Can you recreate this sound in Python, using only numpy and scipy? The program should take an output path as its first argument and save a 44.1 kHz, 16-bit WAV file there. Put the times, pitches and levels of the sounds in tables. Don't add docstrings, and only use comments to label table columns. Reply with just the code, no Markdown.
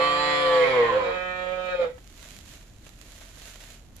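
import sys
import numpy as np
from scipy import signal
from scipy.fft import rfft, irfft
from scipy.io import wavfile
from scipy.ndimage import uniform_filter1d

SR = 44100
rng = np.random.default_rng(int(sys.argv[2]) if len(sys.argv) > 2 else 0)


def wrap_up_sound(samples):
    columns = np.atleast_2d(samples).T
    tamed = np.clip(columns, -1, 1)
    steps = np.round(tamed * 32767).astype(np.int16)
    wavfile.write(sys.argv[1], SR, steps)


N = 176400
T = np.arange(N) / SR
HZ = np.fft.rfftfreq(N, 1 / SR)

# time_s, pitch_hz
DEEP_PITCH = [(0, 143.9), (.12, 145.5), (.29, 146.2), (.42, 145.5), (.52, 144), (.62, 140.1), (.7, 131.4),
              (.8, 121.1), (.9, 113.3), (1.0, 102.3), (1.15, 88.75)]
# time_s, level_db, treble_db, breath_db
DEEP_EFFORT = [(0, 0.5, -1.5, -20), (0.169, 0, -0.5, -24.5), (.36, 1, 0, -23.5), (.55, 0, -3, -15),
               (0.661, -0.5, -10.5, -7.5), (.83, 1.5, -18.5, -7), (.95, -2.5, -16.5, -11),
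               (1.108, -9.5, -16, -3), (1.202, -22.5, -16.5, -15)]
# time_s, left_db, right_db
DEEP_BOOM = [(0, -20.5, -16.5), (.62, -20, -19), (.69, 11.5, 25.5), (.74, 13, 13.5), (.8, 22, 24.5),
             (.84, 16, 25), (.88, 3, 15), (.96, 6, 7.5), (1.06, 19.5, 14), (1.2, 23, 8)]
# (time_s, centre_hz, lift_db)
DEEP_VOWEL = [(60, [(0, 1160, 14.5), (.4, 1204, 11.5), (.55, 1157, 13.5), (.72, 1065, 5), (.87, 1066, 12.5),
              (1.0, 1030, 12), (1.2, 1010, 8)]), (130, [(.55, 2310, 0), (.64, 2165, 14), (.7, 2320, 5),
              (1, 2250, -11)]), (55, [(.5, 115, -0.5), (.7, 115, 5.5), (1.0, 105, 6)]),
              (280, [(.45, 1950, -1), (.57, 1950, 2.5), (.7, 1800, 0), (.8, 1800, -0.5)]),
              (700, [(.55, 3100, 0), (.7, 3000, 5), (1.0, 3000, 2)]), (400, [(0, 4300, 3.5), (.45, 4300, 0),
              (.6, 4100, -0.5)]), (900, [(.45, 10370, -2), (.7, 10900, 20.5), (1, 11200, 23.5)])]
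# freq_hz, left_db, right_db
DEEP_COLOUR = [(148, -49, -48.5), (285, -41, -41.5), (436, -35.5, -33), (603.4, -35, -45),
               (1098, -37.5, -31.5), (1300, -41.5, -41.5), (1570, -47, -38), (1660, -34.5, -35.5),
               (1740, -36.5, -39), (1863, -34.5, -34), (2200, -50, -34), (2170, -31, -33.5),
               (2260, -40.5, -39), (2504, -53, -41), (2600, -53.5, -42.5), (2910, -46.5, -48.5),
               (3080, -45, -35.5), (3400, -46, -35.5), (3420, -52.5, -46.5), (3400, -47, -44.5),
               (3860, -53, -47.5), (4060, -52, -34.5), (4500, -54, -48), (4630, -55, -40),
               (4770, -66.5, -51), (4940, -65.5, -50.5), (6350, -91, -68.5), (7330, -60, -49.5),
               (8550, -91, -79.5), (9400, -73.5, -57.5), (11200, -86, -80.5), (13000, -91.5, -87)]


def deep_moo():
    return moo(DEEP_PITCH, DEEP_EFFORT, DEEP_BOOM, DEEP_VOWEL, DEEP_COLOUR, DEEP_COLOUR,
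               blend=np.ones(N), boom_hz=501, boom_width_hz=61, jitter=0.00096, shimmer=0.074,
               scatter_hz=1172, air_db=-3.5, harmonics=92)


# time_s, pitch_hz
HIGH_PITCH = [(0, 172.8), (.29, 175.4), (.48, 173), (.62, 169.3), (.72, 162.6), (.8, 157.2), (.88, 160.4),
              (.95, 172), (1.03, 179.5), (1.12, 181.5), (1.36, 181.7), (1.58, 183.2), (1.7, 181.7),
              (1.78, 175.6), (1.83, 172.6), (1.87, 165.9), (1.95, 168.2)]
# time_s, level_db, treble_db, breath_db
HIGH_EFFORT = [(0, 0, -0.5, -13.5), (0.301, 1.5, -3, -14.5), (.6, -1.5, 9.5, -9), (.8, -3.5, 9.5, -7.5),
               (1.121, 0, 5, -10), (1.349, 1.5, -0.5, -17), (1.6, 1, 0.5, -13), (1.69, -0.5, 6.5, -11),
               (1.781, -3, 4, -9), (1.833, 0.5, 1.5, 3), (1.871, -8, -17, 5), (1.91, -22.5, -12, -4.5),
               (1.98, -38, -12, -20.5)]
# time_s, left_db, right_db
HIGH_BOOM = [(0.021, 15.5, 20.5), (0.079, 10, 8), (.25, 7.5, 10.5), (.37, 15.5, -3.5), (.45, 20.5, 17.5),
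             (0.549, 21.5, 24.5), (0.631, 25, 28.5), (0.681, 16.5, 21.5), (.73, -2, 11), (.88, 1, 3),
             (0.932, 22.5, 22.5), (0.976, 19, 26), (1.001, -4, 12), (1.06, 5, 16), (1.199, -14, 14.5),
             (1.36, -7.5, 7), (1.47, -9, 16.5), (1.56, 6, 20), (1.64, 0, 18), (1.691, 1, 18.5),
             (1.75, 27, -9), (1.776, 10, 10), (1.798, 24.5, 22), (1.835, 10.5, 23), (1.89, 28.5, 26)]
# (time_s, centre_hz, lift_db)
HIGH_VOWEL = [(130, [(.95, 2250, -0.5), (1.1, 2380, 9.5), (1.3, 2350, 6), (1.6, 2370, -3.5),
              (1.645, 2370, 7.5), (1.69, 2345, 12), (1.78, 2350, -5), (1.83, 2600, 1.5)]),
              (260, [(1.4, 1790, 2), (1.62, 1886, -9), (1.725, 1660, 13), (1.79, 1660, -12.5)]),
              (700, [(1.77, 1500, -3), (1.825, 1506, 3.5), (1.89, 1300, -5.5)]), (450, [(1.0, 3660, -2),
              (1.62, 3750, 2), (1.74, 3970, 2), (1.8, 3550, -3.5)])]
# freq_hz, left_db, right_db
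HIGH_ONSET_COLOUR = [(174, -47.5, -47), (360, -56.5, -40.5), (536, -36, -40), (704, -35, -32),
                     (880, -50, -28.5), (1190, -47, -45), (1290, -51, -29), (1510, -43.5, -41.5),
                     (1850, -41, -36), (2060, -53, -43), (2263, -46, -43), (2630, -46, -34),
                     (2530, -57.5, -55), (3160, -52.5, -42.5), (3400, -61.5, -53.5), (3400, -44.5, -45),
                     (4450, -65.5, -57.5), (6300, -83.5, -71.5), (7300, -85, -65), (8300, -90, -89.5)]
# freq_hz, left_db, right_db
HIGH_HELD_COLOUR = [(182, -50.5, -49), (393, -43.5, -51), (520, -38, -38), (720, -50, -37), (900, -47, -40),
                    (1080, -54, -46.5), (1270, -42.5, -32), (1770, -37.5, -47), (1821, -41, -38.5),
                    (2110, -44.5, -51.5), (2313, -60, -39), (2477, -45, -39), (2760, -65, -54),
                    (3145, -49, -54.5), (3278, -60.5, -52.5), (3720, -63, -56.5), (3660, -61, -48.5),
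                    (4040, -64, -61), (4120, -69, -61), (4450, -77, -67.5), (6500, -87, -76.5),
                    (7300, -85.5, -68.5), (8300, -102.5, -104.5), (10200, -98, -89)]
# time_s, onset_share
HIGH_BLEND = [(.55, 0.94), (1.05, 0.01)]


def high_moo():
    return moo(HIGH_PITCH, HIGH_EFFORT, HIGH_BOOM, HIGH_VOWEL, HIGH_ONSET_COLOUR, HIGH_HELD_COLOUR,
               blend=curve(HIGH_BLEND, T)[0], boom_hz=518, boom_width_hz=90, jitter=0.00063,
               shimmer=0.12, scatter_hz=1180, air_db=-1, harmonics=60)


# freq_hz, gain_db
BREATH_COLOUR = [(60, -45.5), (250, 2), (450, -1), (1800, -9.5), (2600, -5.5), (3700, 8), (4800, 7.5),
                 (7000, 2.5), (11500, 8.5), (14000, 1.5)]
TREBLE_HZ, EAR_LEAD_S = 2900, .00005
RASP_SHARE, RASP_HZ = .015, 70
SWELL_DB, SWELL_FULL_HZ, MEAN_SWELLS_PER_S = 4.5, 1780, 2.188


def moo(pitch, effort, boom, vowel, onset_colour, held_colour,
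        blend, boom_hz, boom_width_hz, jitter, shimmer, scatter_hz, air_db, harmonics):
    n = min(N, int(effort[-1][0] * SR))
    t, onset_share = T[:n], blend[:n]
    level_db, treble_db, breath_db = curve(effort, t)
    boom_db = curve(boom, t)
    resonances = [(width, *curve(rows, t)) for width, rows in vowel]
    waver = jitter * wander(20.4)[:n]
    rasp = RASP_SHARE * amp(breath_db) * wander(RASP_HZ)[:n]
    pitch_hz = curve(pitch, t)[0] * (1 + waver + rasp)
    phase = 2 * np.pi * np.cumsum(pitch_hz) / SR
    in_boom = lambda f: np.exp(-((f - boom_hz) / boom_width_hz) ** 2)
    in_treble = lambda f: 1 - 1 / (1 + (f / TREBLE_HZ) ** 6)

    voice = np.zeros((2, N))
    for k, (start, scatter, sway, pace) in enumerate(rng.uniform(-np.pi, np.pi, (harmonics, 4)), 1):
        hz, mean_hz = k * pitch_hz, k * pitch_hz.mean()
        left_lead = 2 * np.pi * mean_hz * EAR_LEAD_S + scatter * min((mean_hz / scatter_hz) ** 3, 1)
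        ring = sum(db * np.exp(-((hz - centre) / width) ** 2) for width, centre, db in resonances)
        tone = onset_share * colour(onset_colour, hz) + (1 - onset_share) * colour(held_colour, hz)
        depth_db = SWELL_DB * min((mean_hz / SWELL_FULL_HZ) ** 2, 1)
        swell = depth_db * np.sin(sway + (2 * np.pi + pace) * MEAN_SWELLS_PER_S * t)
        gain = amp(tone + level_db + treble_db * in_treble(hz) + boom_db * in_boom(hz) + ring + swell)
        voice[:, :n] += gain * np.cos(k * phase + start + np.array([[left_lead], [0]]))
    voice[:, :n] *= 1 + shimmer * wander(40)[:n]

    puffs = rng.standard_normal((2, N)) * np.sqrt(SR / pitch_hz.mean()) / 2
    puffs[:, :n] *= unit(1 + 0.43 * np.cos(phase)) * amp(level_db + breath_db + air_db)
    puffs[:, n:] = 0
    smooth_colour = uniform_filter1d(colour(held_colour, HZ), size=1600)
    breath = shaped(puffs, smooth_colour + colour(BREATH_COLOUR, HZ))
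    top = irfft(rfft(breath) * in_treble(HZ), N)[:, :n]
    body = irfft(rfft(breath) * in_boom(HZ), N)[:, :n]
    breath[:, :n] += top * (amp(treble_db) - 1) + body * (amp(0.17 * boom_db) - 1)
    return voice + breath


# freq_hz, t60_s
SHED_DECAY = [(150, .33), (500, .3), (2000, .34), (8000, .25)]
# freq_hz, wet_db, even_share
SHED_WET = [(150, -22, 0), (420, -11, 0), (560, -11, 0), (680, -4, .9), (850, 1, .95), (1200, 2, .95),
            (3000, 3, .9), (9000, 3, .7)]
SHED_ATTACK_S, SHED_FADE_S = 0.00573, .13


def shed(x):
    hz, t, noise = signal.stft(rng.standard_normal((2, N)), SR, nperseg=256)
    decay = amp(-60 * t / colour(SHED_DECAY, hz)[0][:, None])
    tail = signal.istft(noise * decay, SR, nperseg=256)[1][:, :N]
    tail *= np.minimum(T / SHED_ATTACK_S, 1)
    wet_db, even_share = colour(SHED_WET, abs(np.fft.fftfreq(N, 1 / SR)))
    room = 1 + amp(wet_db) * np.fft.fft(tail / np.linalg.norm(tail[0]))
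    ripple = np.exp(signal.hilbert(even_share * np.log(abs(room))).conj())
    echoes = np.fft.ifft(room / ripple).real * np.exp(-(T / SHED_FADE_S) ** 2)
    return signal.fftconvolve(x, echoes, axes=1)[:, :N]


# time_s, level_db
RUSTLE_LEVEL = [(1.9, -63.5), (2.04, -60), (2.15, -55.5), (2.24, -50), (2.34, -49.5), (2.43, -54.5),
                (2.53, -49), (2.62, -57.5), (2.79, -63), (2.87, -54.5), (2.94, -60), (3.06, -53),
                (3.22, -52), (3.33, -54), (3.48, -46), (3.58, -54), (3.65, -50.5), (3.75, -51.5),
                (3.81, -60.5), (3.92, -67), (4, -55.5)]
# freq_hz, gain_db
RUSTLE_COLOUR = [(240, -28), (400, -2), (437, -4.5), (663, 0), (817, -11), (880, -8), (1150, -6.5),
                 (1600, -2), (3900, -2), (5240, -6.5), (7170, -1.5), (8440, -13), (9800, -9),
                 (14000, -14.5)]
# freq_hz, gain_db
RUSTLE_LOW_CUT = [(100, -41.5), (300, -7.5), (600, 0)]
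# freq_hz, correlation
RUSTLE_STEREO = [(60, 0.92), (230, 0.99), (900, 0.47), (3510, -0.015), (13600, 0.011)]


def rustle(grains_per_s, grain_spread_db, grain_mix, flutter_db):
    sizes = amp(grain_spread_db * np.minimum(rng.exponential(1, (2, N)), 4))
    crackles = sizes * rng.standard_normal((2, N))
    crackles *= rng.random((2, N)) < grains_per_s / SR
    rub = pair(*(rng.standard_normal((2, N)) + grain_mix * unit(crackles)), RUSTLE_STEREO)
    rub = unit(shaped(rub, colour(RUSTLE_COLOUR, HZ) + colour(RUSTLE_LOW_CUT, HZ)))
    return rub * amp(curve(RUSTLE_LEVEL, T) + flutter_db * wander(35))


# start_s, level_db, decay_s, tilt_db_per_octave
TICKS = [(1.98, -46.5, 0.0076, -11.5), (2.227, -51, 0.017, -7), (2.253, -50, .01, -6),
         (2.455, -54, .006, 2), (2.865, -46, 0.01, -4), (3.213, -50, 0.024, -6.5), (3.372, -52, 0.013, -12),
         (3.557, -45.5, 0.0069, -4), (3.604, -46.5, 0.019, -1), (3.637, -45, 0.009, -3),
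         (3.703, -49, .012, 0), (3.965, -40, 0.0022, 7.5)]


def ticks():
    out = np.zeros((2, N))
    tone_db = colour(RUSTLE_COLOUR, HZ) + colour(RUSTLE_LOW_CUT, HZ)
    for start_s, level_db, decay_s, tilt in TICKS:
        noise = rng.standard_normal((2, N)) + 0.79 * rng.standard_normal(N)
        burst = unit(shaped(noise, tone_db + tilt * np.log2(1 + HZ / 1000)))
        envelope = (T >= start_s) * np.exp(-abs(T - start_s) / decay_s)
        out += burst * amp(level_db) * envelope
    return out


# freq_hz, gain_db
AIR_COLOUR = [(53, -22.5), (90, 9), (124, -2), (276, -1.5), (378, -5), (498, -6), (809, -9.5),
              (4570, -28.5), (5300, -26.5), (6690, -31), (14000, -32.5)]
# freq_hz, gain_db
RUMBLE_COLOUR = [(15, -18.5), (30, -18), (39, 2.5), (48, -12), (65, -12), (100, -15.5), (160, -21),
                 (300, -24), (700, -64.5)]
# freq_hz, correlation
ROOM_STEREO = [(30, 0.9), (200, 0.97), (700, 0.47), (3000, 0.21)]


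def room_tone(air_db, rumble_db):
    air = shaped(pair(*rng.standard_normal((2, N)), ROOM_STEREO), colour(AIR_COLOUR, HZ))
    rumble = shaped(pair(*rng.standard_normal((2, N)), ROOM_STEREO), colour(RUMBLE_COLOUR, HZ))
    running_rms = np.sqrt(uniform_filter1d((rumble ** 2).mean(0), size=5000))
    return amp(air_db) * unit(air) + amp(rumble_db) * rumble / running_rms


def amp(db):
    return 10 ** (np.asarray(db) / 20)


def unit(x):
    return x / np.sqrt(np.mean(x ** 2) + 1e-20)


def curve(rows, at):
    x, *columns = np.transpose(rows)
    return np.array([np.interp(at, x, c) for c in columns])


def colour(rows, hz):
    f, *columns = np.transpose(rows)
    at = np.log(hz + 1)
    return np.array([np.interp(at, np.log(f + 1), c) for c in columns])


def shaped(x, db):
    return irfft(rfft(x) * amp(db), N)


def wander(rate_hz):
    return unit(irfft(rfft(rng.standard_normal(N)) / (1 + (HZ / rate_hz) ** 2), N))


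def pair(a, b, likeness):
    c = np.clip(colour(likeness, HZ)[0], -1, 1)
    return np.array([a, irfft(c * rfft(a) + np.sqrt(1 - c ** 2) * rfft(b), N)])


# left_db, right_db
MOVEMENT_PAN_DB = [-3, 4.5]


def scene():
    calls = deep_moo() + high_moo()
    movement = rustle(grains_per_s=450, grain_spread_db=4, grain_mix=0.67, flutter_db=0.5) + ticks()
    movement *= amp(MOVEMENT_PAN_DB)[:, None]
    return shed(calls) + movement + room_tone(air_db=-59, rumble_db=-50)


def record(dry):
    low_pass = signal.firwin(511, cutoff=14280, window=("kaiser", 9), fs=SR)
    return signal.oaconvolve(dry, low_pass[None], "same")


dry = scene()
out = record(dry)
wrap_up_sound(out)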